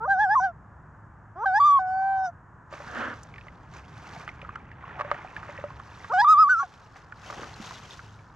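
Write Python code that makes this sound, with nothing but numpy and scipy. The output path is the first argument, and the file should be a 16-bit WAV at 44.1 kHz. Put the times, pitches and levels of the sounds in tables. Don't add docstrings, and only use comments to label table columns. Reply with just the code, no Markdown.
import sys
import numpy as np
from scipy import signal
from scipy.fft import rfft, irfft
from scipy.io import wavfile
from scipy.ndimage import uniform_filter1d

SR = 44100
rng = np.random.default_rng(int(sys.argv[2]) if len(sys.argv) > 2 else 0)


def write(x):
    x = np.atleast_2d(x).T
    wavfile.write(sys.argv[1], SR, np.round(np.clip(x, -1, 1) * 32767).astype(np.int16))


N = 368235
T = np.arange(N) / SR
FREQS_HZ = np.arange(N // 2 + 1) * SR / N
TOP_HZ = 14000
WIDE = np.array([[1], [-1]])


def undb(db):
    return 10 ** (np.asarray(db) / 20)


def unit(x):
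    return x / np.sqrt(np.mean(x ** 2))


def fade(points):
    return undb(np.interp(T, *np.transpose(points)))


def gain_at(points, hz):
    f, db = np.transpose(points)
    return undb(np.interp(np.log(np.maximum(hz, 1)), np.log(f), db))


def colour(x, points):
    ends = np.minimum(1, FREQS_HZ / points[0][0]) ** 2 / np.maximum(1, FREQS_HZ / points[-1][0]) ** 2
    return unit(irfft(rfft(x) * gain_at(points, FREQS_HZ) * ends, N))


def band(hz, width_hz):
    return unit(irfft(rfft(rng.standard_normal(N)) / (1 + (2 * (FREQS_HZ - hz) / width_hz) ** 2), N))


def wobble(rate):
    return band(0, rate)


def ports(x, lag_ms, pan_db=0, shade_db=0, bend_hz=2800):
    lag_s = lag_ms / 1000 / np.hypot(1, FREQS_HZ / bend_hz)
    shade = undb(shade_db / 2 * FREQS_HZ ** 2 / (FREQS_HZ ** 2 + bend_hz ** 2))
    spectrum = rfft(x)
    left = spectrum * shade * np.exp(-2j * np.pi * FREQS_HZ * lag_s) * undb(pan_db / 2)
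    right = spectrum / shade * undb(-pan_db / 2)
    return irfft([left, right], N)


def add(track, start_s, sound):
    i = max(0, int(start_s * SR))
    track[i:i + len(sound)] += sound[:N - i]


def ring(hz, ring_s, rise=0):
    t = np.arange(SR // 6) / SR
    age = t / max(ring_s, 1e-3)
    return np.sin(2 * np.pi * hz * t * (1 + rise * np.minimum(age, 1) / 2)) * np.exp(-np.log(1000) * age)


# frequency_hz, level_db
WASH_COLOUR = [(25, -15.5), (53, -6.5), (145, -5), (200, -13.5), (400, -23.5), (1000, -11.5), (1700, -17),
               (2240, -36.5), (3950, -57.5), (7000, -47.5), (14000, -81)]


def lake_wash(level_db=-53.5, side_db=-14, flicker_db=1):
    middle, side = (colour(rng.standard_normal(N), WASH_COLOUR) for _ in range(2))
    wash = ports(middle, lag_ms=0.02) + undb(side_db) * side * WIDE
    return wash * undb(level_db + flicker_db * wobble(rate=2))


# time_s, level_db
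RUMBLE_LEVELS = [(0, -44), (1.5, -51), (3.3, -47), (3.7, -44), (5.2, -45.5), (5.8, -44.5), (6.8, -65),
                 (7.5, -45), (8.3, -51.5)]


def board_rumble(gain_db=-5, hum_hz=104.8, hum_db=-58.5):
    bass_colour = [(40, -15), (68, -3), (90, -7.5), (150, -6), (220, -15.5), (400, -23.5)]
    rumble = colour(rng.standard_normal(N), bass_colour) * fade(RUMBLE_LEVELS) * undb(gain_db)
    return rumble + undb(hum_db) * band(hum_hz, width_hz=5)


def shore_echo(x, level_db=-43, ring_s=0.64, build_s=0.079):
    t = T[:2 * SR]
    tail = rng.standard_normal((2, len(t))) * np.exp(-np.log(1000) * t / ring_s)
    tail *= np.minimum(t / build_s, 1)
    tail = signal.sosfilt(signal.butter(2, 2000, fs=SR, output="sos"), tail / np.sqrt(np.sum(tail[0] ** 2)))
    return undb(level_db) * signal.fftconvolve(x[None], tail, axes=1)[:, :N]


def crackle(pops_per_s, spread_db, fizz):
    sizes = undb(spread_db * np.minimum(rng.exponential(size=N), 3.5)) * rng.choice([-1, 1], N)
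    pops = sizes * (rng.random(N) < pops_per_s / SR)
    return unit(pops) + fizz * rng.standard_normal(N)


def stirred(tone_colour, pops_per_s, spread_db, around_db=-11, cross_s=6.8):
    near = colour(crackle(pops_per_s, spread_db, fizz=0.76), tone_colour)
    around = colour(crackle(pops_per_s, spread_db, fizz=0.7), tone_colour)
    crossed = np.clip((T - cross_s) / 0.5 + 0.5, 0, 1)
    right, ahead = ports(near, lag_ms=0.05, pan_db=-2), ports(near, lag_ms=0, pan_db=2)
    return (1 - crossed) * right + crossed * ahead + undb(around_db) * around * WIDE


def bubbles(low_hz, high_hz, count, spread_db=3):
    track = np.zeros(N)
    for when, height, chance in rng.random((count, 3)):
        hz = low_hz * (high_hz / low_hz) ** height
        gain = undb(-spread_db * np.log(chance + 0.12))
        add(track, when * T[-1], gain * ring(hz, ring_s=0.04 * 1000 / hz, rise=0.22))
    return ports(colour(track, [(low_hz, 0), (high_hz, 0)]), lag_ms=0.072)


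# frequency_hz, level_db
GURGLE_COLOUR = [(150, -17.5), (300, -1.5), (600, -2), (1100, 3), (1600, 2), (2300, -5), (3500, -17.5),
                 (6000, -55)]
SPRAY_COLOUR = [(1500, -21.5), (2600, 7), (4000, 4), (6300, 3.5), (7600, -5), (8800, -15), (12500, -19),
                (14000, -42)]
# peak_s, rise_s, fall_s, gurgle_db, spray_db
SWIRLS = [(2.734, 0.021, .2, -45, -57), (3.0, 0.16, 0.17, -45, -54), (3.4, 0.05, 0.75, -59, -71),
          (3.76, 0.039, 0.056, -46.5, -56), (4.191, 0.26, 0.11, -45, -56), (4.52, 0.3, 0.27, -51.5, -76),
          (4.95, 0.15, 0.17, -43.5, -71), (5.12, 0.068, 0.17, -40.5, -67), (5.55, 0.46, 0.29, -47, -62.5),
          (6.12, 0.3, 0.26, -49.5, -58.5), (6.6, 0.078, 0.59, -57, -63), (6.971, 0.013, 0.019, -47.5, -57),
          (7.301, 0.1, 0.25, -46, -51.5), (7.42, 0.072, 0.17, -46.5, -52.5), (7.671, 0.1, 0.23, -46, -48),
          (7.92, 0.044, 0.12, -58, -53.5)]


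def swirls(churn_db=-2, spray_db=-2, bubble_db=-4):
    swells = np.array([np.exp(np.where(T < peak_s, -((T - peak_s) / rise_s) ** 2, (peak_s - T) / fall_s))
                       for peak_s, rise_s, fall_s, _, _ in SWIRLS])
    peak_gains = undb(np.array(SWIRLS)[:, 3:].T)
    gurgle_gain, spray_gain = np.sqrt(peak_gains ** 2 @ swells ** 2)
    gurgle = undb(churn_db) * stirred(GURGLE_COLOUR, pops_per_s=970, spread_db=3)
    gurgle += undb(bubble_db) * bubbles(689, 2725, count=1100)
    spray = undb(bubble_db) * bubbles(2700, 6660, count=600)
    spray += stirred(SPRAY_COLOUR, pops_per_s=710, spread_db=3.5)
    return gurgle * gurgle_gain + spray * spray_gain * undb(spray_db)


# time_s, level_db
GULP_LEVELS = [(7.22, -65), (7.31, -52), (7.42, -48), (7.52, -63), (7.62, -68), (7.85, -60), (8.2, -67)]


def gulp():
    deep = stirred([(190, -1), (290, -2), (450, 0), (700, -5)], pops_per_s=200, spread_db=-5)
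    return deep * fade(GULP_LEVELS) * (T > SWIRLS[0][0])


# frequency_hz, level_db
SWISH_COLOUR = [(170, -21), (240, 5.5), (370, -9.5), (520, -1.5), (800, -8), (1550, 4.5), (2400, -17),
                (3100, -16), (3800, -27), (6000, -43), (12000, -75)]
# time_s, level_db
STROKE_LEVELS = [(2.86, -42.5), (2.92, -44.5), (2.96, -34), (3.02, -30.5), (3.07, -33), (3.13, -39.5),
                 (3.2, -63)]


def paddle_stroke(edge_s=0.01):
    start_s, end_s = STROKE_LEVELS[0][0], STROKE_LEVELS[-1][0]
    pulling = np.clip(np.minimum(T - start_s, end_s - T) / edge_s, 0, 1)
    return stirred(SWISH_COLOUR, pops_per_s=4400, spread_db=3) * fade(STROKE_LEVELS) * pulling


# start_s, level_db, pitch_hz
DRIPS = [(3.2323, -37, 6080), (3.34, -37, 2300), (3.359, -35, 1990), (3.3818, -31, 1790),
         (3.4104, -38.5, 2530), (3.4826, -36, 1990), (4.2773, -22, 1207), (4.2894, -27, 2020),
         (4.4162, -30.5, 2250), (4.429, -36, 560), (4.448, -32, 1260), (4.491, -27, 1170),
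         (4.5562, -21.5, 1306), (4.7152, -36, 1680), (4.8396, -32, 1076), (5.144, -29, 1810),
         (5.2466, -30.5, 716), (5.3646, -23, 1670), (5.43, -27, 1226), (5.577, -28, 1860),
         (5.587, -32, 556), (5.7035, -31, 1035), (5.797, -29.5, 1184), (7.122, -28.5, 1414),
         (7.3925, -34, 480), (7.54, -37, 4200), (7.5992, -35, 212), (7.709, -28, 1014), (7.908, -33, 3550),
         (7.9927, -29, 1360), (8.19, -46, 2200)]


def drips(splat_db=-4, splat_s=0.0035, bubble_db=-1, swell_s=0.001):
    track, t = np.zeros(N), T[:SR // 6]
    for start_s, level_db, hz in DRIPS:
        near_pitch = signal.butter(2, [hz * 0.85, min(hz * 1.296, TOP_HZ)], "bandpass", fs=SR, output="sos")
        splat = signal.sosfilt(near_pitch, rng.standard_normal(len(t)) * np.exp(-t / splat_s))
        splat /= abs(splat).max()
        bubble = ring(hz, ring_s=0.038 * np.sqrt(1000 / hz), rise=0.12) * (1 - np.exp(-t / swell_s))
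        add(track, start_s, undb(level_db) * (undb(bubble_db) * bubble + undb(splat_db) * splat))
    return ports(track, lag_ms=0.086, pan_db=-2)


# pitch_hz, level_db, ring_s
SLAP_TONES = [(837, -7.5, 0.0052), (1163, -5.5, 0.033), (1400, -11.5, 0.0087), (1910, -13.5, 0.013)]
# start_s, level_db, hollow_db
SLAPS = [(2.7257, -26.5, -6.5), (2.7367, -26.5, -6), (2.8027, -26.5, -7), (3.4687, -30, -17),
         (4.9927, -15, -30), (4.9997, -15, -14), (5.0097, -11, -25), (5.0177, -18.5, -13),
         (5.0477, -22, -5.5), (5.1147, -7.5, -15), (5.4907, -36.5, 5.5), (5.6397, -21.5, -0.5),
         (6.0447, -18.5, -42), (7.3007, -20, -15.5), (7.3257, -25, -12), (7.4317, -20.5, -24),
         (7.4417, -27, -18), (7.7087, -28, -45)]


def slaps(splash_db=-13, splash_s=0.004, body_db=-5, pocket_db=-2, pocket_hz=584, scatter=0.035):
    track, t = np.zeros(N), T[:SR // 6]
    splash_colour = [(400, -24), (1200, 22), (2200, 9), (4000, -13), (7000, -16), (10000, -29)]
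    noise = colour(rng.standard_normal(N), splash_colour)
    for k, (start_s, level_db, hollow_db) in enumerate(SLAPS):
        detune = 1 + scatter * rng.standard_normal(len(SLAP_TONES))
        body = sum((-1) ** m * undb(db) * ring(hz * detune[m], ring_s)
                   for m, (hz, db, ring_s) in enumerate(SLAP_TONES))
        splash = noise[k * len(t):(k + 1) * len(t)] * np.exp(-t / splash_s)
        hollow = undb(hollow_db + pocket_db) * ring(pocket_hz, ring_s=0.086)
        add(track, start_s, undb(level_db) * (undb(body_db) * body + undb(splash_db) * splash + hollow))
    soft = signal.sosfilt(signal.butter(2, [350, 4500], "bandpass", fs=SR, output="sos"), track)
    return ports(soft, lag_ms=0.11, pan_db=-1)


# peak_s, half_length_s, hiss_db, octave_lift_db, overtone_lift_db
STRAINS = [(0.079, 0.015, -7, -14.5, -14), (.118, 0.022, -1, 6.5, 2.5), (0.405, 0.043, 12, -2, -1.5),
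           (1.44, 0.044, -4, 5, -1.5), (2.265, 0.023, 9, 7, 15), (6.201, 0.0074, 3, -0.5, 6),
           (6.605, 0.032, 12, -7, 9.5)]


def voice_strain():
    hiss, octave_lift_db, upper_lift_db = 0, 0, 0
    for peak_s, half_length_s, hiss_db, octave_db, upper_db in STRAINS:
        strain = np.exp(-((T - peak_s) / half_length_s) ** 2)
        hiss += undb(hiss_db) * strain
        octave_lift_db += octave_db * strain
        upper_lift_db += upper_db * strain
    return hiss, octave_lift_db, upper_lift_db


# frequency_hz, level_db
THROAT_COLOUR = [(1250, 52), (1700, 20.5), (2300, -5), (2800, -12), (3450, -4), (4000, -13.5), (5000, -4),
                 (6100, -13.5), (7500, -19), (9200, -32), (13000, -53.5)]
ATTACK_S, EDGE_S = 0.009, 0.004


def syrinx(span, pitch, db, octave_db, upper_db, release_s, jitter, rattle, octave_lift_db):
    t = T[span]
    phase = 2 * np.pi * np.cumsum(pitch * (1 + jitter[span])) / SR
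    gate = np.clip(np.minimum((t - t[0]) / ATTACK_S, (t[-1] - t) / release_s), 0, 1)
    loudness = np.sqrt(2) * undb(db) * np.sin(np.pi / 2 * gate) ** 2
    multiples = np.arange(3, 21)[:, None]
    turns_s = np.arange(0, T[-1], 0.045)
    draws = rng.standard_normal((len(multiples), len(turns_s)))
    sway_db = 6 * np.array([np.interp(t, turns_s, row) for row in draws])
    gains = gain_at(THROAT_COLOUR, multiples * pitch) * undb(sway_db) * (multiples * pitch < TOP_HZ)
    upper = (gains * np.sin(multiples * phase)).sum(axis=0) / np.sqrt((gains ** 2).sum(axis=0))
    octave = -undb(octave_db + octave_lift_db[span]) * np.cos(2 * phase)
    base, overtones = np.zeros(N, complex), np.zeros(N)
    base[span] = loudness * np.exp(1j * phase)
    overtones[span] = loudness * (octave + undb(upper_db) * upper * rattle[span])
    return base, overtones


# start_s, length_s, start_pitch_hz, jump_at_fraction, end_level_db
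CROAKS = [(0.0, 0.076, 424, 0.73, -33.5), (1.353, .099, 323, .92, -40), (6.094, 0.039, 420, 0.67, -32.5)]


def croaks(climb_to_hz=504, jump_hz=122, jump_s=0.0061, swell_db=16.5, octave_db=10.5):
    for start_s, length_s, start_hz, jump_at, end_db in CROAKS:
        span = (T >= start_s) & (T < start_s + length_s + EDGE_S)
        progress = np.minimum((T[span] - start_s) / length_s, 1)
        jumped = 0.5 + 0.5 * np.tanh((progress - jump_at) * length_s / jump_s)
        pitch = start_hz + (climb_to_hz - start_hz) * progress + jump_hz * jumped
        upper_db = 9 - 33.5 * jumped
        yield span, pitch, end_db - swell_db * (1 - progress), octave_db, upper_db, ATTACK_S


def glide(times_s, hz, t):
    step = np.maximum(np.diff(times_s), 1e-4)
    slope = np.diff(hz) / step
    inner = 2 * np.maximum(slope[:-1] * slope[1:], 0) / (slope[:-1] + slope[1:] + 1e-9)
    tangent = np.r_[slope[0], inner, slope[-1]]
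    k = np.clip(np.searchsorted(times_s, t) - 1, 0, len(step) - 1)
    progress = np.clip((t - times_s[k]) / step[k], 0, 1)
    bow = (1 - progress) * (tangent[k] - slope[k]) - progress * (tangent[k + 1] - slope[k])
    return hz[k] + step[k] * progress * (slope[k] + (1 - progress) * bow)


# time_s, pitch_hz
WAVER = [(.077, 756), (.118, 796), (.165, 737), (.225, 863), (.278, 737), (.318, 841), (.338, 869),
         (.349, 920)]
YELP = [(.354, 1207), (.378, 1031), (.393, 1005), (.402, 970)]
SIGH = [(.399, 735), (.415, 742), (.445, 787), (.475, 733), (.525, 645)]
# time_s, pitch_hz
LIFT = [(1.458, 788), (1.52, 739), (1.56, 829), (1.58, 873), (1.595, 980)]
CRY = [(1.6, 1167), (1.625, 1140), (1.66, 1196), (1.71, 1145), (1.755, 1120), (1.792, 1056)]
WAIL = [(1.79, 759), (1.86, 742.5), (1.94, 756.3), (2.09, 777.6), (2.2, 763), (2.25, 754), (2.285, 700),
        (2.31, 684)]
WAIL_WHISTLE = [(2.02, 998), (2.18, 998), (2.29, 930)]
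# time_s, pitch_hz
LEAP = [(6.135, 737), (6.165, 732), (6.195, 817), (6.212, 844), (6.225, 972), (6.243, 965)]
TREMOLO = [(6.246, 1247), (6.258, 1147), (6.29, 1238), (6.317, 1289), (6.36, 1146), (6.415, 1300),
           (6.455, 1140), (6.472, 1125), (6.491, 1276)]
SHRIEK = [(6.493, 1475), (6.515, 1520), (6.568, 1310), (6.605, 1397), (6.625, 1460)]
UNDERTONE = [(6.493, 1210), (6.515, 1242), (6.56, 1092)]
HICCUP = [(6.595, 1148), (6.61, 1127), (6.642, 1106)]
DROP = [(6.63, 809), (6.64, 753), (6.665, 680)]
# frequency_hz, level_db
MOUTH_COLOUR = [(1380, -9.5), (1480, -8.5), (1580, -6.5), (1670, -.5), (1830, -11.5), (1950, -23.5),
                (2150, -42), (3000, -43)]
# tune, best_pitch_hz, level_db, sag_db_per_semitone_squared, octave_db, overtones_db, release_s
NOTES = [(WAVER, 854, -21, 0.75, -0.57, -29.5, 0.0035), (YELP, 1190, -16, 0.34, -15, -46, 0.012),
         (SIGH, 860, -20, 1, 1, -25.5, 0.069), (LIFT, 853, -20, 0.81, -1.5, -25.5, 0.0047),
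         (CRY, 1187, -15, 0.91, 0, -32.5, .012), (WAIL, 806.6, -23, 2.54, -5, -33, 0.033),
         (WAIL_WHISTLE, 1005, -51, 1.8, -13, -32.5, 0.044), (LEAP, 866, -18, .4, -1.6, -19, 0.006),
         (TREMOLO, 1274, -12, 2.17, 0, -32, 0.021), (SHRIEK, 1586, -15.5, 1, -2, -30.5, 0.047),
         (UNDERTONE, 1260, -32.5, 4, 3.3, -26, 0.051), (HICCUP, 1140, -25.5, 0.87, 7, -45, 0.024),
         (DROP, 930, -20.5, 1, -1, -23, 0.056)]


def notes(dull_db_per_semitone=5.5, dullest_db=11, weakest_db=9, accent_db=4.5, accent_s=0.087):
    for tune, best_hz, level_db, sag, octave_db, upper_db, release_s in NOTES:
        times_s, hz = np.transpose(tune)
        span = (T >= times_s[0] - EDGE_S) & (T < times_s[-1] + EDGE_S)
        pitch = glide(times_s, hz, T[span])
        semitones_off = abs(12 * np.log2(pitch / best_hz))
        weak_db = np.minimum(sag * semitones_off ** 2, weakest_db)
        dull_db = np.minimum(dull_db_per_semitone * semitones_off, dullest_db)
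        bright_db = accent_db * np.exp(-(T[span] - times_s[0]) / accent_s)
        mouth_db = 20 * np.log10(gain_at(MOUTH_COLOUR, 2 * pitch))
        yield (span, pitch, level_db - weak_db, octave_db + mouth_db + bright_db,
               upper_db - dull_db + bright_db, release_s)


def loon(roughness=0.00058, crack_depth=0.018, crack_s=0.008, coupling=0.13, air_db=-36, rasp_db=-66):
    cracks = sum(np.exp(-((T - tune[0][0]) / crack_s) ** 2) for tune, *_ in NOTES)
    jitter = roughness * wobble(rate=660) + crack_depth * cracks * wobble(rate=790)
    hiss, octave_lift_db, upper_lift_db = voice_strain()
    rattle = (1 + 0.12 * wobble(rate=450)) * undb(upper_lift_db)
    voice, earlier = np.zeros(N), np.zeros(N, complex)
    for note in [*croaks(), *notes()]:
        base, overtones = syrinx(*note, jitter, rattle, octave_lift_db)
        voice += base.real + overtones
        overlap = (base != 0) & (earlier != 0)
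        new, old = base[overlap], earlier[overlap]
        extra_tones = (new * new * old.conj() + old * old * new.conj()).real
        voice[overlap] += coupling * extra_tones / (abs(new) ** 2 + abs(old) ** 2)
        earlier += base
    effort = np.sqrt(abs(uniform_filter1d(voice ** 2, size=400)))
    air = undb(air_db) * effort * band(hz=1100, width_hz=110)
    rasp = undb(rasp_db) * hiss * band(hz=5950, width_hz=700)
    return voice + air + rasp


def scene(flutter_db=1):
    voice = loon()
    bird = ports(voice, lag_ms=0.065, pan_db=-0.2, shade_db=-2) + shore_echo(voice)
    gurgling = swirls() + gulp()
    paddling = paddle_stroke() + gurgling * undb(flutter_db * wobble(rate=72))
    return bird + paddling + drips() + slaps() + lake_wash() + board_rumble()


def record(dry):
    return signal.sosfilt(signal.ellip(8, 0.2, 70, TOP_HZ, fs=SR, output="sos"), dry)


dry = scene()
out = record(dry)
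write(out)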